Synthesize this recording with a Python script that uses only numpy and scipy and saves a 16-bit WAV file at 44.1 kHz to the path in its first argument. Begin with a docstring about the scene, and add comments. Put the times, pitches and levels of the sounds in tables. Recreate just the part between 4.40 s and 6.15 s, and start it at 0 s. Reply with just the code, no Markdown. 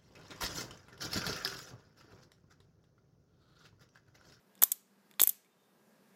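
"""High-voltage coil snapping in a workshop

A home-built coil snaps in two ragged bursts, each announced by faint ticks. Every discharge is a click that
rings broad resonances and leaves a short crackle; the room answers with a bright tail of dying noise.
Below: banded room noise, a wavering hum and thin whine of resonated noise, and faint far sine whistles,
perhaps a bird."""
import sys
import numpy as np
from scipy import signal
from scipy.io import wavfile

SR = 44100
rng = np.random.default_rng(int(sys.argv[2]) if len(sys.argv) > 2 else 0)


def to_wav(s):
    """Save 16-bit WAV."""
    ch = np.atleast_2d(s).T  # columns
    pcm = np.round(np.clip(ch, -1, 1) * 32767)  # PCM
    wavfile.write(sys.argv[1], SR, pcm.astype(np.int16))


N = 77175


def amp(db):
    """Amplitude ratio of a level in dB."""
    return 10 ** (np.asarray(db) / 20)


def rms_one(x):
    """Scale to unit RMS."""
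    return x / np.sqrt(np.mean(x ** 2) + 1e-20)


def resonance(x, hz, pole_width_hz):
    """Two-pole peak of about unit gain, applied twice for dark valleys."""
    r = np.exp(-np.pi * pole_width_hz / SR)
    numerator = [(1 - r * r) / 2, 0, (r * r - 1) / 2]
    denominator = [1, -2 * r * np.cos(2 * np.pi * hz / SR), r * r]
    stage = numerator + denominator
    return signal.sosfilt([stage, stage], x + 1e-18)


def bandpass(x, low_hz, high_hz):
    """Butterworth band."""
    return signal.sosfilt(signal.butter(2, [low_hz, high_hz], "band", fs=SR, output="sos"), x)


def drift(pole_hz):
    """Slow random wander: noise through two equal low-pass poles, unit RMS."""
    r = np.exp(-2 * np.pi * pole_hz / SR)
    noise = rng.standard_normal(N + SR)
    settled = signal.lfilter([1], [1, -2 * r, r * r], noise)[SR:]
    return rms_one(settled)


# room noise spectrum: f/Hz, relative density/dB per Hz
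NOISE_SPECTRUM = [(18, -72), (30, -43), (101, -22), (195, 0), (339, -18), (387, -7.5), (655, -11.5),
                  (1690, -17), (2390, -21.5), (3640, -23), (9900, -29.5), (14700, -26.5), (16300, -43)]
# room noise RMS: t/s, level/dB
NOISE_LEVEL = [(0, -70), (.035, -71.5), (0.199, -67.5), (.45, -72.5), (0.749, -68), (1.019, -72.5),
               (1.3, -70), (1.75, -67)]
# wavering tones: f/Hz, pole width/Hz, mean level/dB
HUM_TONES = [(195.3, 8.6, -78), (395, 44, -83.5), (1628, 25, -87)]
FLICKER_DB = 1


def background():
    """Half-octave noise bands, each flickering a little, plus hum and whine as narrowly resonated noise."""
    edges_hz = 30 * 2 ** np.arange(0, 9.6, .5)
    spectrum_hz, spectrum_db = np.transpose(NOISE_SPECTRUM)
    white = rng.standard_normal((2, N))  # neighbouring bands use different noise
    shared_drift = drift(6)
    noise = 0
    for k, (low, high) in enumerate(zip(edges_hz, edges_hz[1:])):
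        band_db = np.interp(np.log(low * high) / 2, np.log(spectrum_hz), spectrum_db)
        flicker_db = FLICKER_DB * (0.2 * shared_drift + drift(4.3))
        noise = noise + bandpass(white[k % 2], low, high) * amp(band_db + flicker_db)
    t, level_db = np.transpose(NOISE_LEVEL)
    level_db = np.interp(np.arange(N) / SR, t, level_db)
    hum = sum(amp(db) * rms_one(resonance(rng.standard_normal(N), hz, width))
              for hz, width, db in HUM_TONES)
    return amp(level_db) * rms_one(noise) + amp(level_db - level_db.mean()) * hum


STRENGTH_SPREAD_DB = 2.5  # standard deviation, click to click
CLICK_LEAD_S = 0.0002  # clicks start this much before the listed times


def discharge_rings(at, level_db, polarity, group, crackle_db, crackle_t60_s):
    """Each click and its decaying noise crackle excite a group of resonances."""
    luck = rng.standard_normal((len(at), 5))
    clicks, out = np.zeros(N), np.zeros(N)
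    for k, (hz, width, ring_db) in enumerate(group):
        clicks[at] = amp(level_db + ring_db + STRENGTH_SPREAD_DB * luck[:, k])
        glow = signal.lfilter([1], [1, -amp(-60 / crackle_t60_s / SR)], clicks)
        crackle = amp(crackle_db) * glow * rng.standard_normal(N)
        clicks[at] *= polarity
        out += resonance(clicks + crackle, hz, width)
    return out


def dying_noise(t60_s):
    """Half a second of noise falling 60 dB per t60."""
    t = np.arange(SR // 2) / SR
    return rng.standard_normal(len(t)) * amp(-60 * t / t60_s)


ROOM_RISE_S = 0.0013  # time constant


def room_answer(clicks, low_hz, high_hz, near_db, near_t60_s, far_db, far_t60_s):
    """Clicks convolved with band-limited noise that rises fast and dies at two rates."""
    rise = 1 - np.exp(-np.arange(SR // 2) / SR / ROOM_RISE_S)
    tail = rise * (amp(near_db) * dying_noise(near_t60_s) + amp(far_db) * dying_noise(far_t60_s))
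    return signal.fftconvolve(clicks, bandpass(tail, low_hz, high_hz))[:N]


def discharge(t, level_db, polarity, group, crackle, room):
    """One resonance group over all its discharges: rings, crackle and room answer."""
    group_db, crackle_db, crackle_t60_s = crackle
    at = ((t - CLICK_LEAD_S) * SR).astype(int)
    impulse = np.eye(1, 2048)[0]
    response = sum(amp(db) * resonance(impulse, hz, width) for hz, width, db in group)
    scale = amp(group_db) / np.abs(response).max()  # so listed levels are nominal ring peaks
    rings = discharge_rings(at, level_db, polarity, group, crackle_db, crackle_t60_s)
    clicks = np.zeros(N)
    clicks[at] = amp(level_db) * polarity
    return scale * (rings + room_answer(clicks, *room))


# discharges: t/s, then nominal peak level/dB of sizzle, snap, knock
SPARK_CLICKS = [(0.1536, -50, -56, -58), (0.1781, -64, -60, -59), (0.1922, -61, -66, -64),
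                (0.2193, -23, -29, -45), (0.2214, -12, -18, -34), (0.2219, -17, -29, -41),
                (0.2226, -10, -35, -43), (0.2256, -23, -33, -23), (0.2266, -27, -19, -30),
                (0.2281, -19, -20, -39), (0.2299, -20, -29, -40), (0.2312, -30, -26, -43),
                (0.2341, -17, -28, -46), (0.2358, -1, -10, -28), (0.2366, -5, -22, -33),
                (0.2371, -7, -24, -37), (0.2387, -14, -22, -49), (0.2393, -17, -30, -37),
                (0.3176, -23, -26, -42), (0.3189, -9, -17, -31), (0.3197, -24, -27, -41),
                (0.3204, -19, -31, -42), (0.3225, -18, -29, -48), (0.3312, -44, -44, -52),
                (0.7128, -49, -55, -56), (0.7395, -70, -58, -57), (0.7965, -22, -38, -36),
                (0.7973, -29, -27, -15), (0.8024, -29, -22, -22), (0.8041, -14, -26, -32),
                (0.8076, -31, -24, -34), (0.8127, -25, -31, -37), (0.8149, -23, -28, -44),
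                (0.8158, -6, -12, -35), (0.8167, -5, -18, -27), (0.8179, -11, -27, -35),
                (0.8196, -14, -25, -38), (0.8234, -27, -32, -39), (0.8301, -24, -19, -35),
                (0.8307, -10, -30, -43), (0.8334, -19, -32, -47), (0.8356, -6, -14, -39),
                (0.8361, -7, -14, -31), (0.837, -10, -29, -41), (0.8388, -19, -29, -51),
                (0.8739, -5, -19, -39), (0.8754, -21, -25, -45), (0.8778, -28, -32, -52),
                (0.8915, -34, -35, -49), (0.8922, -28, -23, -39), (0.8932, -11, -29, -43),
                (0.8951, -14, -22, -50), (0.8966, -14, -29, -40), (0.9017, -31, -49, -51),
                (1.047, -66, -65, -68)]
# discharges that also push the air: t/s, then nominal peak level/dB of ting, clack, pop, thump
AIR_PUSHES = [(.1536, -70, -53, -68, -75), (.1922, -57, -66, -75, -75), (.2255, -36, -36, -22, -36),
              (.2358, -27, -35, -30, -33), (.3187, -42, -44, -56, -58), (.7128, -70, -54, -64, -75),
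              (.7395, -72, -61, -66, -75), (.7970, -40, -19, -27, -52), (.8005, -45, -33, -44, -60),
              (.8027, -40, -39, -40, -59), (.8164, -33, -40, -29, -31), (.8359, -40, -35, -36, -39),
              (.8736, -40, -39, -36, -47), (.8922, -42, -53, -50, -65), (1.048, -75, -66, -80, -80)]
# start sign of ting, clack, pop, thump
PUSH_SIGNS = (1, -1, 1, -1)
# resonances of each group: f/Hz, pole width/Hz, relative level/dB
SIZZLE_RINGS = [(11120, 1100, -5), (12405, 1700, -1.5), (14230, 1900, -3.5)]
SNAP_RINGS = [(5200, 2300, -16.5), (7100, 1600, 0), (7890, 690, -1.5)]
KNOCK_RINGS = [(2300, 900, -14), (3500, 450, 0), (3550, 1500, -6)]
TING_RINGS = [(5400, 900, 0)]
CLACK_RINGS = [(2250, 900, 0)]
POP_RINGS = [(980, 1300, 0)]
THUMP_RINGS = [(221, 520, -1.5)]
# crackle, one row per group in the order above: group level/dB, crackle level/dB, t60/s
CRACKLES = [(0, -27, .011), (0, -26, .014), (0, -30, .016), (0, -30, .012), (0, -31, .016), (0, -34, .02),
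            (0, -36, .02)]
# room answer, same rows: low f/Hz, high f/Hz, near level/dB, near t60/s, far level/dB, far t60/s
ROOM_TAILS = [(10870, 14600, -43.5, 0.07, -54.5, 0.21), (6000, 8600, -40.5, 0.044, -56.5, 0.38),
              (2700, 8700, -39.5, 0.067, -53, 0.4), (4500, 6000, -45.5, 0.037, -53, 0.28),
              (1700, 2800, -43, 0.098, -49, .4), (700, 1800, -43.5, 0.042, -46, .3),
              (250, 430, -52, 0.03, -62.5, .3)]


def sparks():
    """Sparks click with random sign; in a push, neighbouring groups start in opposite directions."""
    spark_t, *spark_levels = np.transpose(SPARK_CLICKS)
    push_t, *push_levels = np.transpose(AIR_PUSHES)
    random_sign = rng.choice([-1, 1], len(spark_t))
    parts = [(spark_t, db, random_sign) for db in spark_levels]
    parts += [(push_t, db, sign) for db, sign in zip(push_levels, PUSH_SIGNS)]
    groups = (SIZZLE_RINGS, SNAP_RINGS, KNOCK_RINGS, TING_RINGS, CLACK_RINGS, POP_RINGS, THUMP_RINGS)
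    return sum(discharge(*part, group, crackle, room)
               for part, group, crackle, room in zip(parts, groups, CRACKLES, ROOM_TAILS))


# far whistles: start t/s, length/s, mean f/Hz, nominal peak level/dB
FAR_WHISTLES = [(1.04, .045, 3600, -83), (1.052, .02, 2300, -73), (1.1, .05, 3630, -82),
                (1.16, .125, 3640, -81), (1.28, .05, 3650, -84)]
WAVER_RMS_HZ, FLUTTER_RMS_DB = 15, 4


def whistles():
    """Soft sines that swell and fade, wavering in pitch and fluttering in level."""
    t = np.arange(N) / SR
    waver_hz = WAVER_RMS_HZ * drift(33)
    flutter = amp(FLUTTER_RMS_DB * drift(41))
    out = np.zeros(N)
    for start, length, hz, db in FAR_WHISTLES:
        swell = np.sin(np.pi * np.clip((t - start) / length, 0, 1))
        phase = 2 * np.pi * np.cumsum(hz + waver_hz) / SR
        out += amp(db) * swell * np.sin(phase)
    return flutter * out


def scene():
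    """Sum of all sources, one channel."""
    return (sparks() + background() + whistles())[None]


OVERLOAD = 0.81  # soft-clip ceiling, full scale = 1
STEP_STOPBAND_HZ, STEP_DB = 15410, -19
CUTOFF_STOPBAND_HZ = 16650


def record(dry):
    """Peaks are rounded, deep bass is lost; the top steps down, then is cut."""
    rounded = OVERLOAD * np.tanh(dry / OVERLOAD)
    thinned = signal.sosfilt(signal.butter(1, 30, "high", fs=SR, output="sos"), rounded)
    step = signal.cheby2(16, 30, STEP_STOPBAND_HZ, fs=SR, output="sos")
    low = signal.sosfiltfilt(step, thinned)
    stepped = low + amp(STEP_DB) * (thinned - low)
    cutoff = signal.cheby2(18, 25, CUTOFF_STOPBAND_HZ, fs=SR, output="sos")
    return signal.sosfiltfilt(cutoff, stepped)


dry = scene()
out = record(dry)
to_wav(out)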